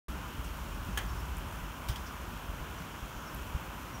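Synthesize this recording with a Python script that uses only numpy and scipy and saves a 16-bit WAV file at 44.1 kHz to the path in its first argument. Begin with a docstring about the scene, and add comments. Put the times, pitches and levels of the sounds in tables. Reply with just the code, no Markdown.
"""On the bank of a winter river, beside a building site.
Water rushes past and tiny droplets burst on it, mixed with the tyre roar of distant traffic.
A low rumble swells in the first half, and the hand-held microphone is bumped now and then.
Hard parts clack, scrape and tick on the site; a small bird calls faintly, far off."""
import sys
import numpy as np
from scipy import signal
from scipy.fft import rfft, irfft
from scipy.io import wavfile
from scipy.ndimage import uniform_filter1d

SR = 44100
rng = np.random.default_rng(int(sys.argv[2]) if len(sys.argv) > 2 else 0)


def dump_mix(stems):
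    """Bounce the given channels to the path in sys.argv[1] as a 16-bit WAV at rate SR."""
    frames = np.atleast_2d(stems).T  # one column per channel
    limited = np.clip(frames, -1, 1)  # hard clip at full scale
    pcm = np.round(limited * 32767).astype(np.int16)
    wavfile.write(sys.argv[1], SR, pcm)


N = 176400  # 4 seconds
T = np.arange(N) / SR
HZ = np.maximum(np.arange(N // 2 + 1) * SR / N, 1)


# Tone of the water and far roads, from low to high: pitch_hz, gain_db
RUSH_TONE = [(22, -26), (50, 9.5), (100, 5.5), (170, 6.5), (210, 3.5), (300, 2.5), (400, -3), (490, -4.5),
             (580, -2), (720, -4), (990, 2.5), (1130, 0), (1450, -0.34), (1930, -10), (2500, -8),
             (3130, -8.5), (3900, -18.5), (4950, -20), (5500, -17), (7000, -18), (8000, -23), (9650, -21.5),
             (10400, -25.5), (12400, -19.5), (15500, -20.5)]
def river_and_traffic(level_db=-43.5, flicker_db=0.73):
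    """Rushing water and far tyres make one steady wash that flickers slightly."""
    spectrum = rfft(noise(tone(RUSH_TONE)))
    half_octaves = np.maximum(2 * np.log2(HZ / 50), 0)  # counted up from 50 Hz
    out = 0
    for k in range(19):  # each half octave flickers on its own
        band = irfft(spectrum * np.maximum(1 - abs(half_octaves - k), 0), N)
        out += band * undb(flicker_db * wander(14))
    return out * undb(level_db)


# Tone of the bursting droplets: pitch_hz, gain_db
SPRAY_TONE = [(1500, -20), (3000, 22), (6500, 1), (10500, 11), (14000, 0)]
def spray(drops_per_s=270, level_db=-66, spread_db=4.5):
    """Tiny droplets and bubbles burst on the rapids, a few stronger than the rest."""
    drops = (rng.random(N) < drops_per_s / SR) * rng.choice([-1, 1], N)
    sizes = undb(spread_db * np.minimum(rng.exponential(size=N), 4))
    pop = rng.standard_normal(N) * fade(0, decay_s=0.00076)
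    splash = signal.fftconvolve(drops * sizes, pop)[:N]  # one pop for every drop
    return unit(irfft(rfft(splash) * tone(SPRAY_TONE), N)) * undb(level_db)


# Tone of the rumble: pitch_hz, gain_db
RUMBLE_TONE = [(18, -45), (30, -16), (38, -14.5), (47, 3), (66, -3.5), (90, -12), (125, -19.5), (250, -28),
               (600, -52)]
# How loud the rumble is over time: time_s, level_db
RUMBLE_SWELL = [(.1, -40.5), (.22, -50.5), (.45, -40.5), (.78, -41), (.97, -38), (1.35, -39), (1.52, -44.5),
                (1.63, -44.5), (1.73, -53), (1.95, -42.5), (2.1, -50), (2.27, -44), (2.4, -48),
                (2.6, -44.5), (2.85, -51), (3.28, -54), (3.38, -42), (3.65, -51), (4, -50)]
def rumble():
    """A deep rumble swells and sinks."""
    deep = noise(tone(RUMBLE_TONE))
    steady = deep / np.sqrt(uniform_filter1d(deep ** 2, size=5000))  # even out chance swells
    time_s, level_db = np.array(RUMBLE_SWELL).T
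    return steady * undb(np.interp(T, time_s, level_db))


# Bumps on the microphone: start_s, level_db, pitch_hz, decay_s
MIC_BUMPS = [(.085, -28, 61.2, .035), (0.388, -30, 73, 0.0096), (.866, -29.5, 66.4, 0.014),
             (.885, -33.5, 189, 0.016), (1.125, -32.5, 60.6, 0.012), (1.62, -33, 48, .03),
             (1.894, -23, 56, 0.014), (2.489, -33, 48.4, 0.028), (2.604, -31.5, 60, 0.019),
             (2.8, -37, 173, 0.018), (3.026, -34.5, 51.7, 0.028), (3.16, -34.5, 48.5, 0.029),
             (3.546, -22.5, 58.4, 0.0099), (3.942, -36, 128, 0.014)]
# Tone of the thud of its casing: pitch_hz, gain_db
THUD_TONE = [(40, -15), (100, 1), (170, -1), (300, -15), (800, -52)]
def microphone_bumps(rise_s=0.0044, thud_db=-12.5):
    """Each bump briefly rocks the microphone, and its casing gives a dull thud."""
    out = 0
    for start_s, level_db, pitch_hz, decay_s in MIC_BUMPS:
        age = np.maximum(T - start_s, 0)
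        push = (1 - np.exp(-(age / rise_s) ** 2)) * np.exp(-age / decay_s)
        rocking = np.sin(2 * np.pi * pitch_hz * age)
        thud = undb(thud_db) * noise(tone(THUD_TONE))
        out += undb(level_db) * push / push.max() * (rocking + thud)
    return out


# Hard parts knocking together: start_s, level_db, brightness_db_per_octave, ring_gain
KNOCKS = [(.9742, -26.5, 1.5, 0.67), (0.9766, -27, 6, 0.9), (.986, -29.5, 0.2, .5)]
# Tone of the crack as they meet: pitch_hz, gain_db
CRACK_TONE = [(200, -19), (800, -8), (1400, 7), (2300, 2.5), (3300, 3), (4200, 0), (5200, -9), (6500, -11),
              (7600, -9.5), (8800, -6.5), (10800, -16), (13000, -9.5), (16000, -11.5)]
# Notes the parts ring with: pitch_hz, gain_db, ring_s (time to fall by 60 dB)
RING_NOTES = [(1350, -12, 0.037), (1730, 1.5, .03), (2180, -15, 0.045), (2710, -15, .03),
              (3187, -4.5, 0.048), (6520, -8, 0.045), (8740, -6, 0.014), (9400, -11, 0.038)]
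# Tone of the echo off the site walls: pitch_hz, gain_db
ECHO_TONE = [(200, -10), (400, 5), (800, -2), (1400, 3), (1750, 6), (2200, -2), (2700, -4.5), (3200, 6.5),
             (3900, -15), (5200, -14), (6500, -11), (7600, -18), (9200, -18), (11000, -28), (16000, -22)]
def clacks(ring_db=-4, echo_db=-13.5):
    """Hard parts meet with a crack and ring briefly; the site walls send back a duller echo."""
    out = 0
    for start_s, level_db, brightness, ring_gain in KNOCKS:
        tilt = undb(brightness * np.log2(HZ))
        crack = noise(tone(CRACK_TONE) * tilt) * contact(start_s, decay_s=0.0032)
        echo = noise(tone(ECHO_TONE)) * fade(start_s, decay_s=0.038)
        ring = 0
        for pitch_hz, gain_db, ring_s in RING_NOTES:
            detuned_hz = pitch_hz * (1 + 0.016 * rng.standard_normal())
            note = np.sin(2 * np.pi * detuned_hz * (T - start_s))
            ring += undb(gain_db) * note * fade(start_s, ring_s / np.log(1000))
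        out += undb(level_db) * (crack + ring_gain * undb(ring_db) * ring + undb(echo_db) * echo)
    return out


# Short slips on grit: start_s, level_db, decay_s
SLIPS = [(1.8854, -33, 0.0077), (1.8915, -40, .008), (1.899, -43.5, 0.034), (1.9583, -36, 0.0042),
         (1.963, -48.5, 0.024)]
# Tone of the grit: pitch_hz, gain_db
GRIT_TONE = [(500, -10), (1700, 2.5), (2500, -7), (3200, 6), (4200, -5.5), (5200, 1.5), (6300, -6),
             (7800, -9.5), (9300, -7), (10800, -13), (14500, -7), (16000, -9)]
def scrapes():
    """A hard part shifts on grit in a few quick slips."""
    return sum(undb(level_db) * noise(tone(GRIT_TONE)) * contact(start_s, decay_s)
               for start_s, level_db, decay_s in SLIPS)


# Light taps on the site: start_s, level_db, pitch_hz, width_octaves, decay_s
LIGHT_TAPS = [(.445, -52, 7000, 0.56, 0.022), (.929, -44, 6640, .15, 0.0018),
              (1.256, -48, 7960, .4, 0.0017), (1.369, -43, 9000, 0.6, .002),
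              (1.383, -45, 11000, .3, 0.0033), (2.064, -52, 5400, 0.28, 0.031),
              (3.3475, -30, 14200, 0.38, 0.00051), (3.4225, -44, 6900, 0.27, .0015)]
def ticks():
    """Hard parts touch lightly, making high ticks that die at once."""
    out = 0
    for start_s, level_db, pitch_hz, width_octaves, decay_s in LIGHT_TAPS:
        band = np.exp(-.5 * (np.log2(HZ / pitch_hz) / width_octaves) ** 2)
        out += undb(level_db) * noise(band) * fade(start_s, decay_s)
    return out


# The bird's calls: start_s, length_s, from_hz, to_hz, level_db
BIRD_CALLS = [(1.082, .036, 5380, 5420, -55), (1.165, .05, 5340, 5400, -58.5),
              (2.773, .025, 6360, 5550, -57), (3.258, 0.037, 5800, 5170, -54.5),
              (3.931, 0.043, 5730, 5690, -52.5)]
def bird(waver_hz=69.7, echo_db=-3):
    """A small bird gives thin, wavering whistles, smeared by distance."""
    waver = waver_hz * wander(500)
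    calls = 0
    for start_s, length_s, from_hz, to_hz, level_db in BIRD_CALLS:
        progress = np.clip((T - start_s) / length_s, 0, 1)
        pitch_hz = from_hz + (to_hz - from_hz) * progress + waver
        whistle = np.sin(2 * np.pi * np.cumsum(pitch_hz) / SR)
        calls += undb(level_db) * np.sin(np.pi * progress) * whistle
    tail = rng.standard_normal(N) * fade(0, decay_s=.05)
    echo = signal.fftconvolve(calls, tail / np.linalg.norm(tail))[:N]
    return calls + undb(echo_db) * echo


def undb(db):
    """Turn decibels into a number to multiply by."""
    return 10 ** (np.asarray(db) / 20)


def unit(x):
    """Scale a signal so its typical swing is 1."""
    return x / np.std(x)


def tone(points):
    """Join (pitch_hz, gain_db) points into a gain for every pitch."""
    pitch_hz, gain_db = np.array(points).T
    return undb(np.interp(np.log(HZ), np.log(pitch_hz), gain_db))


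def noise(gain):
    """Noise with the given tone and a typical swing of 1."""
    return unit(irfft(rfft(rng.standard_normal(N)) * gain, N))


def wander(steps_per_s):
    """A slow drift: random steps, smoothed twice."""
    hold = int(SR / steps_per_s)
    steps = np.repeat(rng.standard_normal(N // hold + 1), hold)
    return unit(uniform_filter1d(uniform_filter1d(steps, hold), hold)[:N])


def fade(start_s, decay_s):
    """Start suddenly, then die away."""
    return (T >= start_s) * np.exp(-np.maximum(T - start_s, 0) / decay_s)


def contact(start_s, decay_s, rise_s=0.00079):
    """A rough contact builds up quickly, then dies away."""
    return fade(start_s, decay_s) - fade(start_s, 1 / (1 / decay_s + 1 / rise_s))


def scene():
    """All the sounds meet at one microphone."""
    mix = river_and_traffic() + spray() + rumble() + microphone_bumps()
    return (mix + clacks() + scrapes() + ticks() + bird())[None]


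def record(dry, start_s=.083, top_hz=15650):
    """The sound opens after a moment of silence; the highest treble is cut steeply."""
    treble_cut = signal.ellip(10, .1, 70, top_hz, fs=SR, output="sos")
    return signal.sosfilt(treble_cut, dry * (T >= start_s))


dry = scene()
out = record(dry)
dump_mix(out)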